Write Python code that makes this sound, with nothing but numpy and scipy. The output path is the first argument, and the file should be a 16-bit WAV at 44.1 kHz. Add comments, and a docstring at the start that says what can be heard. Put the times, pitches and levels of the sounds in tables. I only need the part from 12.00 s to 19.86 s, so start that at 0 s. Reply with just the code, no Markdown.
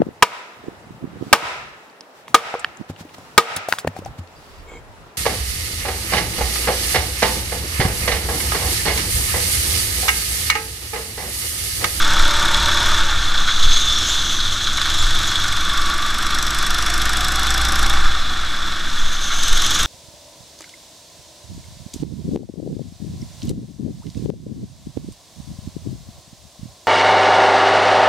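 """A throbbing, crackling engine pulls hard: a one-cylinder four-stroke go-kart laps an indoor track.
Heard from the driver's helmet, the exhaust pulses and the engine and chain set the metalwork ringing.
With the pedal down, every firing adds a sharp crack. The shaking helmet rumbles in the rushing air,
the frame knocks over bumps, and the tyres scrub and chirp in the tight corners."""
import sys
import numpy as np
from scipy import signal
from scipy.fft import rfft, irfft
from scipy.io import wavfile

SR = 44100
rng = np.random.default_rng(int(sys.argv[2]) if len(sys.argv) > 2 else 0)


def transcribe(u):
    """Save the signal u as a 16-bit wav file named by the first command-line argument.

    u: samples, shape (n,) or (channels, n), limited to [-1, 1]; the rate is SR.
    q: integer samples, one column per channel.
    """
    v = np.clip(np.atleast_2d(u).T, -1, 1)
    q = np.round(v * 32767).astype(np.int16)
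    wavfile.write(sys.argv[1], SR, q)


N = 346626
TIME = np.arange(N) / SR
FREQS = np.maximum(np.fft.rfftfreq(N, 1 / SR), .01)


def undb(db):
    """Turn decibels into a gain."""
    return 10 ** (np.asarray(db) / 20)

def level(x, db=0):
    """Scale a signal to an average (rms) level."""
    return x * undb(db) / np.std(x)

def noise():
    """White noise: an even hiss."""
    return rng.standard_normal(N)

def wander(rate):
    """A random drift that heads for a new value rate times a second."""
    count = int(rate * N / SR) + 2
    return level(np.interp(TIME * rate, np.arange(count), rng.standard_normal(8192)[:count]))

def colour(x, points):
    """Give a sound the tone of a (frequency [Hz], level [dB]) table, at an rms level of one."""
    hz, db = np.transpose(points)
    cepstrum = irfft(np.log(undb(np.interp(np.log(FREQS), np.log(hz), db))), N)
    fold = 1 + np.sign(N / 2 - np.arange(N)) * (np.arange(N) > 0)  # ring after a hit, never before
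    return level(irfft(rfft(x) * np.exp(rfft(cepstrum * fold)), N))

def ring(strike, tones):
    """Ring each tone of an object with its own signal from strike()."""
    spectrum = 0
    for hz, width, db in tones:
        off_pitch = hz / width * (FREQS / hz - hz / FREQS) / 1.294
        spectrum += undb(db) * rfft(strike()) / (1 + 1j * off_pitch) ** 2
    return level(irfft(spectrum, N))

def grains(spread_db):
    """Tightly packed tiny hits of uneven size."""
    return level(noise() * undb(spread_db * np.minimum(rng.exponential(size=N), 6)))

def taps(rate):
    """Lone hits at random moments, about rate a second."""
    return level((rng.random(N) < rate / SR) * (1 + .5 * rng.exponential(size=N)))

def burst(age, rise_s, decay_s):
    """The shape of a blow: it rises, then dies away."""
    age = np.maximum(age, 0)
    return (1 - np.exp(-age / rise_s)) * np.exp(-age / decay_s)

def hump(s, half_s):
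    """A smooth swell around a moment."""
    return np.exp(-((TIME - s) / half_s) ** 2)

def per_firing(cycle, spread_db):
    """A random gain held for each engine cycle."""
    return undb(spread_db * rng.standard_normal(512)[cycle.astype(int)])

def by_speed(firing_hz, cruise_db, octave_db):
    """A level in dB: cruise_db at 24 firings a second, plus octave_db for each doubling."""
    return cruise_db + octave_db * np.log2(firing_hz / 24)


# how fast the engine runs (time [s], firing rate [Hz])
ENGINE_SPEED = [(0, 34.6), (.45, 34.35), (.9, 35.03), (1.5, 28.03), (2, 25.05), (2.45, 22.86),
                (2.95, 24.22), (3.5, 23.78), (4.7, 25.3), (5.2, 26.41), (5.9, 28.67), (6.8, 24.46),
                (7.3, 20.51), (7.55, 21.43), (7.86, 25.63)]

def firings():
    """The firing rate, a running count of engine cycles, and the seconds since the last firing."""
    firing_hz = np.interp(TIME, *np.transpose(ENGINE_SPEED))
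    cycle = .37 + np.cumsum(firing_hz) / SR
    return firing_hz, cycle, cycle % 1 / firing_hz

# pushes on the pedal, which add up (start [s], end [s], rise [s], firing force [dB])
PEDAL_PRESSES = [(-.5, 0.938, .05, -10), (2.68, 5.907, 0.033, -10.5), (4.117, 5.903, .3, -8.5),
                 (7.374, 7.9, 0.036, -3.5)]

def pedal():
    """The force of the firings in dB, and the load (0-1) that follows as the chain pulls tight."""
    release_s, lag_s, pedal_up_db, tight_db = 0.029, 0.11, -50, -8
    force = 0
    for start, end, rise, db in PEDAL_PRESSES:
        press = 1 - np.exp(-np.maximum(TIME - start, 0) / rise)
        force += undb(db) * press * np.exp(-np.maximum(TIME - end, 0) / release_s)
    pull = np.tanh(force / undb(tight_db))
    keep = np.exp(-1 / (lag_s * SR))
    load, _ = signal.lfilter([1 - keep], [1, -keep], pull, zi=pull[:1])
    return 20 * np.log10(force + undb(pedal_up_db)), load

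# bends (middle [s], half length [s], tyre scrub [dB], frame judder [dB], extra cover shake [dB])
CORNERS = [(.5, 1, -30, -54, 1.5), (2.015, 0.52, -24.5, -41.5, 6.5), (3.067, 0.69, -29.5, -33.5, 4.5),
           (7.7, 0.59, -23, -41, 2.5)]

def cornering():
    """Sideways force swells and fades in each bend, working the tyres, frame and covers."""
    scrub = judder = shake_db = 0
    for middle, half, scrub_db, judder_db, covers_db in CORNERS:
        force = hump(middle, half)
        scrub += force * undb(scrub_db)
        judder += force * undb(judder_db)
        shake_db += force * covers_db
    return scrub, judder, shake_db

# the silencer's throb, loudest where it resonates (crank rate [Hz], level without load [dB])
SILENCER = [(42, -53), (49, -43), (52, -36), (55, -33), (58, -35.5), (70, -40.5)]
# tone of the exhaust pipe (frequency [Hz], relative level [dB])
PIPE_TONE = [(65, 10), (82, 8), (100, -3.5), (130, 2), (170, 5), (215, -0.5), (270, -6), (315, 4), (342, 5),
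             (370, -4), (450, -10.5)]

def exhaust(cycle, firing_hz, throttle_db, load):
    """Gas throbs with each crank turn; overtones swell as they pass the pipe's own pitches."""
    phase = 2 * np.pi * cycle  # the crank turns twice per firing
    throb_db = np.interp(2 * firing_hz, *np.transpose(SILENCER)) + 10 * load
    throb = undb(throb_db + 1.3 * wander(11)) * np.cos(2 * phase)
    throb += undb(throttle_db - 35) * np.cos(phase)
    hz, db = np.transpose(PIPE_TONE)
    overtones = 0
    for k in range(3, 18):
        gain = undb(np.interp(np.log(k * firing_hz), np.log(hz), db) + 2 * wander(8))
        smear = k * k + 0.94 * wander(20)  # echoes in the pipe blur the pulses
        overtones += gain * np.cos(k * phase + smear)
    gas_flow = undb(by_speed(firing_hz, cruise_db=0, octave_db=10) + 7.3 * load)
    return np.sqrt(2) * throb + level(overtones * gas_flow, -38)

# ringing of the cylinder head (pitch [Hz], fade time [s], relative level [dB])
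HEAD_TONES = [(3370, .0035, -3.5), (5576, 0.0023, 2), (8020, 0.005, -6.5), (10340, 0.002, -4.5),
              (11900, 0.0016, -12)]
# tone of the crack (frequency [Hz], relative level [dB])
CRACK_TONE = [(700, -56), (1400, 3), (2000, -0.5), (4500, 4), (7500, 2), (9000, -2), (13000, -3),
              (15500, -14)]

def combustion(cycle, age, throttle_db):
    """Each firing cracks and rings the cylinder head, then hits again a few milliseconds later."""
    second_age = np.maximum(age - 0.00232 * per_firing(cycle, spread_db=2.5), 0)
    crack = 0
    for since, hit_db in (age, 0), (second_age, -3):
        ping = 0
        for hz, decay, db in HEAD_TONES:
            gain = undb(db) * per_firing(cycle, spread_db=2.5)
            pitch = hz * per_firing(cycle, spread_db=0.25)
            ping += gain * burst(since, rise_s=0.00026, decay_s=decay) * np.sin(2 * np.pi * pitch * since)
        grit = colour(burst(since, rise_s=0.00015, decay_s=0.0018) * noise(), CRACK_TONE)
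        crack += undb(hit_db) * per_firing(cycle, spread_db=1) * (level(ping) + level(grit, -2))
    return level(crack, throttle_db - 25.5)

# ringing of the engine casing and its thin covers (pitch [Hz], width [Hz], relative level [dB])
CASING_TONES = [(1177, 130, -3.5), (1404, 296, -2), (1548, 215, -6), (1768, 194, -7), (2200, 260, -11)]
COVER_TONES = [(3435, 180, 0), (3630, 164, -5), (3943, 600, -7), (5130, 350, -17.5), (6560, 1830, -25)]
# tone of the casing's broad noise and of the bright rattle (frequency [Hz], relative level [dB])
WASH_TONE = [(300, -46), (480, -6.5), (620, -1), (850, 0), (1200, 4.5), (2000, -7.5), (2800, 0.5),
             (4500, -10), (8000, -65)]
RATTLE_TONE = [(2000, -12), (4500, 10.5), (5300, 18.5), (7300, 9.5), (8050, 13), (8600, -1.5), (10500, 3),
               (11800, 0), (13200, -12), (15500, -17)]

def clatter(age, firing_hz, load, shake_db):
    """Piston, valves and chain shake the metalwork, harder with speed, load and sideways force."""
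    casing_db = by_speed(firing_hz, cruise_db=-28, octave_db=7.5) + 4 * load
    covers_db = by_speed(firing_hz, cruise_db=-29.5, octave_db=7) + 2.1 * load + shake_db
    rattle_db = by_speed(firing_hz, cruise_db=-37.5, octave_db=5.5) + 6 * load + 0.16 * shake_db
    slap = (0.68 + 0.66 * load) * burst(age - .002, rise_s=0.002, decay_s=0.0029)
    shaking = (1 + 1.36 * slap) * undb(0.51 * wander(90))  # hardest just after each firing
    casing = ring(lambda: shaking * (grains(spread_db=2.5) + 0.48 * taps(rate=45)), CASING_TONES)
    casing += undb(-6.5) * colour(shaking * grains(spread_db=3), WASH_TONE)
    clinks = 0.38 * taps(rate=40)  # the covers hit their mounts
    covers = ring(lambda: shaking * (grains(spread_db=4.5) + clinks), COVER_TONES)
    covers *= undb(0.5 * wander(25))
    chain_tugs = 0.17 * load * taps(rate=93)
    rattle = colour(undb(1.3 * wander(300)) * shaking * (grains(spread_db=2.5) + chain_tugs), RATTLE_TONE)
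    return level(casing, casing_db) + level(covers, covers_db) + level(rattle, rattle_db)

# whines (start [s], end [s], pitch [times the firing rate], top level at full load [dB], flutter [1/s])
WHINES = [(-.4, 1.3, 16.9, -37.5, 45), (-.4, 1.5, 26.6, -31, 107), (3.45, 4.58, 47.8, -27, 100),
          (4.5, 6.8, 28, -38, 91)]

def singing(cycle, load):
    """The intake hums at first, and later chain and gears sing, in hoarse, fluttering swells, quieter when the
    chain goes slack."""
    whine = 0
    for start, end, multiple, db, flutter in WHINES:
        swell = np.clip(4 * (TIME - start) * (end - TIME) / (end - start) ** 2, 0, 1)
        phase = 2 * np.pi * multiple * cycle
        whine += swell * level(wander(flutter) * np.cos(phase) + wander(flutter) * np.sin(phase), db)
    return whine * undb(-5 * (1 - load))

# tone of sliding rubber (frequency [Hz], relative level [dB])
SCRUB_TONE = [(2400, -10.5), (3100, 2.5), (3600, 6.5), (4600, -10), (5500, -2.5), (6350, 3), (7300, -6),
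              (8800, -14), (15000, -24.5)]

def tyre_scrub(scrub):
    """Rubber judders across the smooth floor in the corners, and faintly on the straights."""
    straight_db = -50.5
    rubbing = grains(spread_db=-0.5) * undb(2 * wander(70))
    return (scrub + undb(straight_db)) * colour(rubbing, SCRUB_TONE)

# deep ringing of the frame (pitch [Hz], width [Hz], relative level [dB])
BOOM_TONES = [(56, 22, -3), (98.7, 11, -5)]
# tone of the wheels' rumble (frequency [Hz], relative level [dB])
RUMBLE_TONE = [(40, 1), (60, 9), (120, -6.5), (215, 2), (290, -1.5), (345, -1.5), (385, -13.5),
               (480, -12.5), (800, -28)]

def rolling(firing_hz, judder):
    """The wheels rumble through the frame, which booms with speed and judders in the corners."""
    boom_gain = undb(by_speed(firing_hz, cruise_db=-44, octave_db=23.5)) + judder
    boom = boom_gain * ring(noise, BOOM_TONES)
    rumble = colour(noise() * undb(2.1 * wander(25)), RUMBLE_TONE)
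    return boom + level(rumble, -40)

# tone of the swaying head and of the air beating on the helmet (frequency [Hz], relative level [dB])
SWAY_TONE = [(2, -28), (5, -10.5), (8, 3.5), (12, -5.5), (17, -9), (60, -71.5), (1000, -130)]
WIND_TONE = [(8, -13.5), (18, 10.5), (28, 2), (45, -3), (80, -12), (200, -31.5), (3000, -120)]
# thuds of the helmet (time [s], relative level [dB])
HELMET_THUDS = [(0, -17), (0.191, -11.5), (.6, -18.5), (0.978, -15), (1.111, -15), (1.22, -22),
                (1.381, -20), (1.639, -4), (3.05, -9.5), (3.78, -23), (4.68, -33), (5.835, -9),
                (6.053, -7.5), (7.011, -15), (7.511, -9)]

def helmet(firing_hz):
    """The helmet sways in the wind; each thud rocks it, shoves it and adds a puff of air."""
    sway = signal.hilbert(colour(noise(), SWAY_TONE))
    rocking = level(sway.real / np.sqrt(np.abs(sway) ** 2 + .5))  # evens out the size of the swings
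    wind = undb(by_speed(firing_hz, cruise_db=-36, octave_db=14))
    swing, shoves = undb(-20), 0
    for s, db in HELMET_THUDS:
        age = TIME - s
        swing += undb(db - 7) * hump(s, half_s=0.13)
        wind += undb(db) * burst(age, rise_s=0.039, decay_s=0.035)
        shoves += undb(db + 9) * burst(age, rise_s=0.0056, decay_s=0.04) * np.sin(2 * np.pi * 14 * age)
    motion = swing * rocking + wind * colour(noise(), WIND_TONE) + shoves
    return .7 * np.tanh(motion / .7)  # rounds off the biggest peaks

# bumps (time [s], strength in the covers [dB], strength in the casing [dB], fade time [s])
BUMPS = [(.772, -14, -17, 0.0092), (1.372, -13, -23, 0.013), (1.47, -11, -13.5, 0.029),
         (1.625, -9.5, -26, .013), (1.707, -9.5, -23, 0.027), (1.762, -15, -19, 0.011),
         (2.402, -10.5, -25, .007), (2.67, -14.5, -16.5, 0.0066), (2.781, -16, -14, 0.0058),
         (2.814, -13, -15, 0.0058), (2.855, -14, -17, .007), (3.356, -11, -25, 0.0066),
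         (6.055, -30, -19, .007), (7.3, -22, -16, 0.029)]

def knocks():
    """Bumps jolt the covers and the casing; the longer a jolt, the softer it starts."""
    covers = casing = 0
    for s, covers_db, casing_db, decay in BUMPS:
        jolt = burst(TIME - s, rise_s=0.0016 * (decay / 0.009) ** 1.7, decay_s=decay)
        covers += undb(covers_db) * jolt
        casing += undb(casing_db) * jolt
    return covers * ring(noise, COVER_TONES) + casing * ring(noise, CASING_TONES)

# squeals of the tyres (time [s], half length [s], pitch [Hz], level [dB])
TYRE_CHIRPS = [(1.774, 0.11, 6430, -29), (1.886, 0.087, 3550, -20.5), (1.98, 0.076, 5460, -27),
               (2.077, 0.024, 6290, -28), (2.103, 0.035, 7280, -34), (2.3, 0.14, 6100, -33),
               (3.008, .02, 7000, -28), (3.284, .012, 6860, -25), (7.45, 0.29, 6240, -31.5)]

def tyre_chirps():
    """In the corners the sliding rubber breaks into short, hoarse chirps."""
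    chirps = 0
    for s, half, hz, db in TYRE_CHIRPS:
        pitch = hz * (1 + 0.012 * wander(25) + 0.022 * wander(900))
        squeal = np.sin(2 * np.pi * np.cumsum(pitch) / SR) * undb(3.1 * wander(80))
        chirps += hump(s, half) * level(squeal, db)
    return chirps


def scene():
    """Add up the sounds of the kart, the same in both ears."""
    firing_hz, cycle, age = firings()
    throttle_db, load = pedal()
    scrub, judder, shake_db = cornering()
    engine = exhaust(cycle, firing_hz, throttle_db, load) + combustion(cycle, age, throttle_db)
    metalwork = clatter(age, firing_hz, load, shake_db) + singing(cycle, load) + knocks()
    tyres = tyre_scrub(scrub) + tyre_chirps()
    mono = engine + metalwork + tyres + rolling(firing_hz, judder) + helmet(firing_hz)
    return np.array([mono, mono])

def record(dry):
    """Flatten any peaks past full scale and cut the treble above 15250 Hz."""
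    treble_cut = signal.ellip(10, .2, 90, 15250, fs=SR, output="sos")
    return signal.sosfilt(treble_cut, np.clip(dry, -1, 1))


dry = scene()
out = record(dry)
transcribe(out)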